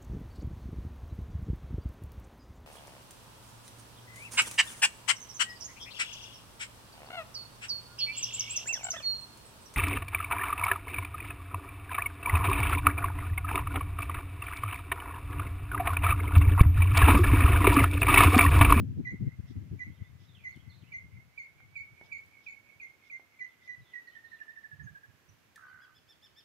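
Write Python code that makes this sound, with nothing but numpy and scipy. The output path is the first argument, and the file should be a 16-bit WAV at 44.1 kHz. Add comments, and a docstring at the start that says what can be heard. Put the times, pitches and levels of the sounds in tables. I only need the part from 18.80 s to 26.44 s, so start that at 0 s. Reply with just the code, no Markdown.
"""A tinamou hidden in a pasture whistles notes that speed up, then sink into a trill; a hillside
sends them back. Farther from the stereo microphone a songbird warbles twice among soft rasps.
Near the end come two thin pips, a rattling call of ringing pulses and another bird's nasal yelps.
Wind buffets the microphone's ports and dies down; a few dry stalks tick over the field's quiet hiss."""
import sys
import numpy as np
from scipy import signal
from scipy.fft import rfft, irfft, next_fast_len
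from scipy.io import wavfile
from scipy.ndimage import uniform_filter1d, map_coordinates

SR = 44100
rng = np.random.default_rng(int(sys.argv[2]) if len(sys.argv) > 2 else 0)


def to_wav(sig):
    """Store sig (one row per channel, or 1-D mono) as 16-bit WAV at the path in sys.argv[1].

    Samples outside -1..1 are clipped; the rate is SR.
    """
    pcm = np.clip(np.atleast_2d(sig), -1, 1) * 32767
    pcm = np.round(pcm).astype(np.int16)
    wavfile.write(sys.argv[1], SR, pcm.T)  # frames by channels


N = 336924

# the breeze dying away between gusts: time_s, level_db
BREEZE_LEVEL = [(0, -29.5), (.3, -48.5), (.55, -53), (.8, -42.5), (1.1, -50), (1.5, -56), (1.95, -55.5),
                (2.15, -60.5), (2.4, -56), (2.65, -74), (2.85, -62), (3.4, -65.5), (3.7, -75), (7.64, -74)]
# gusts striking the microphone: start_s, length_s, level_db, extra_flutter_db
MIC_GUSTS = [(0, 0.056, -46, 12), (0.161, 0.038, -30, 0.5), (0.172, 0.052, -39, 16),
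             (0.311, 0.055, -39, 12), (0.39, 0.075, -29.5, -0.5), (.455, 0.043, -29, -0.5),
             (0.585, 0.024, -33, -1), (0.635, 0.033, -39, -10), (0.694, 0.036, -42, 8.5),
             (.748, 0.044, -32.5, -1.5), (.79, 0.11, -51, 8), (0.909, 0.029, -31, -2.5),
             (0.923, 0.044, -38.5, 7), (1.053, .06, -48.5, 9), (1.206, 0.03, -37, -1.5),
             (1.35, 0.018, -42.5, -19), (1.757, 0.027, -51, 9), (1.868, 0.029, -42.5, -5),
             (2.024, 0.021, -48.5, 2.5), (2.24, 0.028, -44.5, -4), (2.32, 0.042, -48, -15),
             (2.81, .075, -57.5, -16), (2.995, 0.06, -56, -4), (3.296, 0.17, -66.5, -13),
             (3.952, 0.043, -61, -2), (4.898, 0.032, -62.5, -6), (4.967, 0.084, -53, -12),
             (5.92, 0.05, -56, -10), (5.975, 0.12, -50, -8), (6.095, 0.055, -56, -10),
             (6.276, 0.045, -57.5, -9), (6.337, .03, -59, 0), (6.465, 0.091, -60.5, -9)]
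# the wind's low buffet and its brighter flutter: freq_hz, density_db
BUFFET_SPECTRUM = [(25, -36), (40, -25.5), (60, -7.5), (90, 6.5), (130, 2.5), (180, -7), (260, -35),
                   (500, -59)]
FLUTTER_SPECTRUM = [(80, -50), (140, -5.5), (190, 3), (260, -0.5), (350, -10), (450, -20), (650, -31.5),
                    (2000, -40)]
# the wind veering from port to port: time_s, left_over_right_db
WIND_BALANCE = [(0, 4.5), (2.1, 11), (2.6, 4), (5.8, 0), (6, -18), (6.6, -7)]
# hiss of the open field: freq_hz, density_db
HISS_SPECTRUM = [(25, -27), (40, -15), (62, -5), (100, -9), (250, -3.5), (500, -8), (1000, -10), (1700, -9),
                 (2600, -11), (4000, -17.5), (6300, -19), (9000, -26), (12500, -23), (15600, -28.5)]
# which side the hiss leans to: freq_hz, left_over_right_db
HISS_BALANCE = [(100, -3), (500, 0), (1500, -4.5), (3000, -4.5), (5000, -3), (8000, -1.5), (12000, 8.5)]
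# how alike the hiss is at the two ports: freq_hz, correlation
HISS_LIKENESS = [(100, 0.41), (600, 0.25), (1500, 0.27), (5000, 0.035)]
# the tinamou's notes: start_s, lowest_pitch_hz, level_db
TINAMOU_NOTES = [(.248, 1982, -41), (0.991, 1999, -42), (1.637, 2033, -42), (2.121, 2085, -39.5),
                 (2.575, 2169, -41.5), (2.954, 2215, -40.5), (3.316, 2188, -41), (3.663, 2215, -42.5),
                 (3.999, 2130, -43.5), (4.298, 2097, -42.5), (4.592, 2023, -42.5), (4.875, 1975, -41),
                 (5.135, 1934, -42), (5.271, 1905, -48), (5.351, 1844, -44.5), (5.437, 1834, -47),
                 (5.516, 1814, -44.5), (5.601, 1783, -44.5), (5.68, 1788, -45), (5.761, 1775, -46),
                 (5.837, 1740, -47), (5.913, 1698, -50), (5.994, 1715, -49.5), (6.066, 1638, -53),
                 (6.144, 1620, -54), (6.232, 1628, -55)]
# loudness through one note: share_of_note, gain_db
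NOTE_SWELL = [(0, -6.5), (.1, -3.5), (.35, 2), (.6, -2), (.85, -5.5), (1, -10.5)]
# how far a note's ends lie above its lowest pitch: time_s, opening_share, closing_share
NOTE_BEND = [(.25, .11, 0.1), (1.6, 0.12, 0.09), (2.6, 0.12, 0.036), (4.25, 0.2, 0.04),
             (5.15, 0.037, 0.0034), (5.7, 0.03, 0.041), (6.1, 0.11, 0.081)]
# what the tinamou's throat lets out of its overtones: freq_hz, gain_db
THROAT_RESPONSE = [(3500, -37), (4000, -35), (4230, -43), (4450, -34), (4750, -34.5), (5300, -44),
                   (5950, -37.5), (6350, -32.5), (6700, -36.5), (7300, -42)]
# the whistle plus its ground bounce at the ports: freq_hz, left_db, right_db, left_lead_rad
PORT_RESPONSE = [(1670, 1.5, 6.5, 2.84), (1840, -15, -1.5, 1.93), (2011, -4, 5, 1.52),
                 (2075, -1.5, -2, 2.7), (2258, -8.5, -5, 3.6), (2254, -4, 6.5, 3.6), (2617, -4.5, 1, 8.8),
                 (4770, 1, 4, 11.5), (5100, 1, 6, 43), (6840, -2, 6.5, 6.9), (7540, -18, 1, 22)]
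# answer of near bushes, then the hillside: delay_s, relative_db
ECHO_ENVELOPE = [(0, -46), (.008, -2), (.03, -7), (.05, -9.5), (.08, -15), (.12, -30.5), (.19, -26),
                 (.21, -16), (.245, -18.5), (.27, -36.5), (.4, -29), (.8, -45)]
# strength of that answer to the tinamou: freq_hz, gain_db
ECHO_RESPONSE = [(1700, -8), (2000, -7), (2250, -3), (4400, -3), (6400, -4.5)]
# distant rasps: start_s, length_s, level_db
FAR_RASPS = [(0.656, 0.09, -68), (1.373, 0.12, -69.5), (3.22, .07, -69.5), (3.612, 0.094, -69),
             (4.228, 0.073, -70.5), (4.813, 0.078, -70)]
# their hoarse colour: freq_hz, density_db
RASP_SPECTRUM = [(2000, -33), (2900, -9), (3500, 0), (4300, -13), (5250, -5), (6200, -14), (8000, -35)]
# the songbird's two phrases: start_s, level_db
PHRASES = [(1.104, -69.5), (4.655, -72.5)]
# slurs of a phrase: offset_s, length_s, opening_hz, middle_hz, closing_hz, stress_db
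PHRASE_SLURS = [(.005, .09, 3000, 3700, 2640, -7.5), (0.132, 0.0556, 3450, 3570, 3740, -10),
                (0.36, 0.076, 4050, 3560, 3290, -2.5), (.43, .08, 3750, 2830, 2280, 0),
                (0.614, .105, 4580, 2880, 3440, -2), (.788, .065, 4850, 3400, 4200, -2),
                (.86, 0.082, 4380, 4050, 2370, -5), (0.933, .06, 2450, 2670, 3000, -3)]
# knocks and ticks of dry stalks: start_s, level_db, centre_hz, t60_s
STALK_TICKS = [(1.762, -61, 5400, 0.014), (2.802, -54.5, 650, 0.019), (3.212, -45, 470, 0.015),
               (3.461, -66, 5500, 0.026), (4.396, -52, 680, 0.0095), (5.655, -61.5, 696, 0.025),
               (6.759, -53, 4530, 0.028)]
# thin contact calls: start_s, length_s, pitch_hz, level_db
CONTACT_PIPS = [(6.027, 0.038, 6470, -67), (6.485, 0.021, 5920, -62)]
# course of the rattling call: time_s, main_modes_db, low_mode_db
RATTLE_LEVELS = [(6.775, -64, -58), (6.81, -66, -62.5), (6.83, -56.5, -61), (6.87, -57, -64),
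                 (6.93, -57.5, -68.5), (7.0, -59.5, -70), (7.05, -60.5, -74), (7.1, -73, -66),
                 (7.135, -69, -83)]
# its main and low resonances: centre_hz, width_hz, gain_db
RATTLE_MAIN_MODES = [(1516, 48, -3.5), (1930, 91, -12)]
RATTLE_LOW_MODE = [(1290, 116, 0)]
# the last bird's yelps: start_s, length_s, top_pitch_hz, level_db
YELP_NOTES = [(6.862, 0.059, 1544, -76), (6.999, 0.06, 1688, -68), (7.139, 0.056, 1740, -65),
              (7.272, 0.065, 1790, -61.5), (7.413, 0.063, 1798, -61.5), (7.551, 0.067, 1796, -61)]
# their nasal tone: harmonic_number, gain_db
YELP_HARMONICS = [(1, -9.5), (2, 0.5), (3, -2), (4, -21), (5, -25), (6, -28), (7, -21.5)]


def amp(db):
    """Decibels to gain."""
    return 10 ** (np.asarray(db) / 20)


def unit(x):
    """Scale to rms 1."""
    return x / np.sqrt(np.mean(x ** 2) + 1e-20)


def along(points, hz):
    """Read (freq_hz, value) points on a log frequency axis."""
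    freqs, values = np.transpose(points)
    return np.interp(np.log(hz + 1), np.log(freqs + 1), values)


def curves(rows, at=np.arange(N) / SR):
    """Read each later column along the first, by default at every sample's time."""
    axis, *columns = np.transpose(rows)
    return [np.interp(at, axis, column) for column in columns]


def wobble(rate_hz, size=N):
    """A smooth random curve with rate_hz knots a second."""
    knots = rng.standard_normal(int(size * rate_hz / SR) + 4)
    return map_coordinates(knots, [np.arange(size) * rate_hz / SR])


def filtered(x, response):
    """Pass x through a complex response of frequency."""
    size = next_fast_len(x.shape[-1] + SR // 4)
    return irfft(rfft(x, size) * response(np.fft.rfftfreq(size, 1 / SR)), size)[..., :x.shape[-1]]


def add(track, start_s, sound):
    """Mix a sound into the track."""
    part = track[max(round(start_s * SR), 0):][:len(sound)]
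    part += sound[:len(part)]


def hump(length_s):
    """A half-sine rise and fall."""
    return np.sin(np.linspace(0, np.pi, int(length_s * SR)))


def eddies(spectrum, steady):
    """Turbulence at each port; steady (0-1) evens out its chance swells."""
    noise = filtered(rng.standard_normal((2, N)), lambda f: amp(along(spectrum, f)))
    power = np.abs(uniform_filter1d(noise ** 2, size=2600, axis=1)) + 1e-20
    return unit(noise / power ** (steady / 2))


def wind(low_cut_hz=62, high_cut_hz=560, lumps_db=3):
    """A lumpy breeze and short gusts buffet the microphone, now more at one port, now the other."""
    breeze = amp(curves(BREEZE_LEVEL)[0] + lumps_db * wobble(30))
    buffet_power, flutter_power = breeze ** 2, breeze ** 2
    for start_s, length_s, db, extra_flutter_db in MIC_GUSTS:
        puff = amp(db) * hump(length_s)
        add(buffet_power, start_s, puff ** 2)
        add(flutter_power, start_s, (amp(extra_flutter_db) * puff) ** 2)
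    buffet = np.sqrt(buffet_power)
    # stronger wind flutters brighter
    flutter = np.sqrt(flutter_power) * amp(-11) * (buffet / amp(-40)) ** 0.17
    gusts = buffet * eddies(BUFFET_SPECTRUM, steady=1) + flutter * eddies(FLUTTER_SPECTRUM, steady=.94)
    gusts *= amp(np.outer([.5, -.5], curves(WIND_BALANCE)[0]) - 1.67)
    low_cut = lambda f: f ** 3 / np.sqrt(f ** 6 + low_cut_hz ** 6)
    return filtered(gusts, lambda f: low_cut(f) / np.sqrt(1 + (f / high_cut_hz) ** 6))


def field_hiss(level_db=-68, drift_db=.5):
    """The faint even hiss of the open field, all round the microphone."""
    def mid_and_side(f):
        angle = np.arccos(along(HISS_LIKENESS, f)) / 2
        return amp(along(HISS_SPECTRUM, f)) * [np.cos(angle), np.sin(angle)]
    mid, side = filtered(rng.standard_normal((2, N)), mid_and_side)
    balance = lambda f: amp(np.outer([.5, -.5], along(HISS_BALANCE, f)))
    hiss = filtered(np.array([mid + side, mid - side]), balance)
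    return amp(level_db + drift_db * wobble(3)) * unit(hiss)


def whistle(hz, db, harmonics=((1, 0),)):
    """A syrinx tone on a pitch curve, with soft ends."""
    phase = 2 * np.pi * np.cumsum(hz) / SR
    tone = sum(amp(gain_db) * np.sin(k * phase) for k, gain_db in harmonics)
    return np.sqrt(2) * amp(db) * tone * signal.windows.tukey(len(hz), .1)


def tinamou_note(start_s, length_s, lowest_hz, db, dip_at=0.3725, waver=0.007, flick_s=0.0026):
    """One whistle drops onto its lowest pitch and lifts again as it fades."""
    size = int(length_s * SR)
    progress = np.linspace(0, 1, size)
    opening, closing = curves(NOTE_BEND, start_s)
    drop = np.clip(1 - progress / dip_at, 0, 1) ** 1.656
    lift = np.sin(np.pi / 2 * np.clip((progress - dip_at) / (1 - dip_at), 0, 1)) ** 2
    hz = lowest_hz * (1 + opening * drop + closing * lift) * (1 + waver * wobble(166, size))
    # the syrinx starts tense: a quick flick from above opens the note
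    hz *= 1 + 0.06 * np.exp(-progress * length_s / flick_s)
    # the overtones come and go more than the fundamental
    overtones = [(k, along(THROAT_RESPONSE, k * hz) + 4 * wobble(84, size)) for k in (2, 3)]
    level_db = db + curves(NOTE_SWELL, progress)[0] + 2.5 * wobble(158.5, size)
    return whistle(hz, level_db, [(0.99, 0)] + overtones)  # the fundamental sits 1% flat


def ground_bounce(f):
    """The direct whistle and its bounce off the ground combine differently at each port."""
    left_db, right_db, lead_rad = curves(PORT_RESPONSE, f)
    return np.array([amp(left_db) * np.exp(1j * lead_rad), amp(right_db)])


def field_echo(x, reach_s=.8):
    """Scatter from near bushes and, if reach_s allows, the hillside; unrelated at the two ports."""
    t = np.arange(int(reach_s * SR)) / SR
    tail = rng.standard_normal((2, len(t))) * amp(curves(ECHO_ENVELOPE, t)[0])
    return signal.fftconvolve(x[None], tail / np.linalg.norm(tail[0]), axes=1)[:, :N]


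def tinamou(longest_note_s=0.0804, duty=.52, end_s=6.29):
    """The song crosses the pasture and echoes back; its notes shorten as it hurries."""
    song, echoes = np.zeros(N), np.zeros((2, N))
    gaps_s = np.diff([start_s for start_s, _, _ in TINAMOU_NOTES] + [end_s])
    for (start_s, lowest_hz, db), gap_s in zip(TINAMOU_NOTES, gaps_s):
        note = tinamou_note(start_s, min(longest_note_s, duty * gap_s), lowest_hz, db)
        add(song, start_s, note)
        # the air keeps moving, so every note is scattered anew
        for port, echo in zip(echoes, field_echo(note)):
            add(port, start_s, echo)
    echoes = filtered(echoes, lambda f: amp(along(ECHO_RESPONSE, f)))
    return filtered(song, ground_bounce) + amp([[-5.5], [0]]) * echoes


def rasps(roughness_db=1.7):
    """Soft hoarse rasps from far off in the grass, a little to the right."""
    swell = np.zeros(N)
    for start_s, length_s, db in FAR_RASPS:
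        add(swell, start_s, amp(db) * hump(length_s))
    noise = unit(filtered(rng.standard_normal((2, N)), lambda f: amp(along(RASP_SPECTRUM, f))))
    return swell * noise * amp(roughness_db * wobble(180)) * amp([[-3], [1]])


def songbird(waver=0.027, flicker_db=5):
    """Far off to the right a bird slurs the same quick phrase twice; thin pips follow."""
    song, pips = np.zeros(N), np.zeros(N)
    for start_s, db in PHRASES:
        for offset_s, length_s, *pitches_hz, stress_db in PHRASE_SLURS:
            size = int(length_s * SR)
            glide_hz = np.interp(np.linspace(0, 1, size), [0, .5, 1], pitches_hz)
            hz = uniform_filter1d(glide_hz, size=400) * (1 + waver * wobble(303, size))
            add(song, start_s + offset_s, whistle(hz, db + stress_db + flicker_db * wobble(131.5, size)))
    for start_s, length_s, hz, db in CONTACT_PIPS:
        swell = hump(length_s)
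        add(pips, start_s, swell * whistle(hz * (1 + 0.012 * wobble(340, len(swell))), db))
    bushes = field_echo(song + amp(-7.5) * pips, reach_s=.12)
    return (song + pips + bushes) * amp([[-5], [0]])


def stalks():
    """Dry stalks tick, dull or bright: a snap of noise passes twice through a broad resonance."""
    ticks, t = np.zeros(N), np.arange(SR // 8) / SR
    for start_s, db, hz, t60_s in STALK_TICKS:
        snap = amp(db + 4.5 - 60 * t / t60_s) * rng.standard_normal(len(t))
        body = lambda f: 2j * f * hz / (hz * hz - f * f + 2j * f * hz)
        add(ticks, start_s, filtered(filtered(snap, body), body) * np.sqrt(4000 / hz))
    return ticks + amp(-4.5) * field_echo(ticks, reach_s=0.082)


def rattle_pulse(modes, attack_s=0.0015, detune=0.029):
    """One pulse swells for a few cycles, then rings out in slightly detuned resonances."""
    t = np.arange(SR // 30) / SR
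    ring = np.zeros(len(t))
    for centre_hz, width_hz, db in modes:
        hz = centre_hz * (1 + detune * rng.standard_normal())
        ring += amp(db) * np.sin(2 * np.pi * hz * t) * np.exp(-np.pi * width_hz * t)
    return ring * (1 - np.exp(-t / attack_s))


def rattling_call(squeak_at_s=6.757, pulse_hz=66.2, jitter_s=.0005):
    """On the right, a falling squeak breaks into a dry run of pulses."""
    start_s, end_s = RATTLE_LEVELS[0][0], RATTLE_LEVELS[-1][0]
    onsets_s = np.arange(start_s + 0.00194, end_s, 1 / pulse_hz)
    onsets_s += jitter_s * rng.standard_normal(len(onsets_s))
    call = np.zeros(N)
    for modes, db in zip((RATTLE_MAIN_MODES, RATTLE_LOW_MODE), curves(RATTLE_LEVELS)):
        pulses = np.zeros(N)
        for onset_s in onsets_s:
            add(pulses, onset_s, rattle_pulse(modes))
        call += amp(db) * unit(pulses) * np.sqrt((end_s - start_s) * SR / N)
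    swell = hump(0.018)
    squeak_hz = 1850 - 330 * np.linspace(0, 1, len(swell)) ** 2
    add(call, squeak_at_s, swell * whistle(squeak_hz, db=-53))
    return (call + amp(-3) * field_echo(call, reach_s=.06)) * amp([[-3], [2]])


def yelping_bird(arch=.25, jitter=.011):
    """Raspy nasal yelps near centre arch in pitch, stressed just past the crest, and grow louder."""
    yelps = np.zeros(N)
    for start_s, length_s, top_hz, db in YELP_NOTES:
        size = int(length_s * SR)
        from_crest = np.linspace(-1, 1, size)
        hz = top_hz * (1 - arch * np.abs(from_crest) ** 2.7) * (1 + jitter * wobble(900, size))
        harmonics = [(k, gain_db + 2.5 * wobble(300, size)) for k, gain_db in YELP_HARMONICS]
        add(yelps, start_s, whistle(hz, db - 2 - 13 * (from_crest - .15) ** 2, harmonics))
    return (yelps + amp(-6) * field_echo(yelps, reach_s=.1)) * amp([[-1], [1]])


def scene():
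    """The pasture from where the microphone stands: birds, stalks, wind and hiss."""
    calls = tinamou() + songbird() + yelping_bird() + rattling_call() + rasps()
    return calls + stalks() + wind() + field_hiss()


def record(dry, band_limit_hz=15700):
    """The recorder keeps nothing above its band limit."""
    return filtered(dry, lambda f: f < band_limit_hz)


dry = scene()
out = record(dry)
to_wav(out)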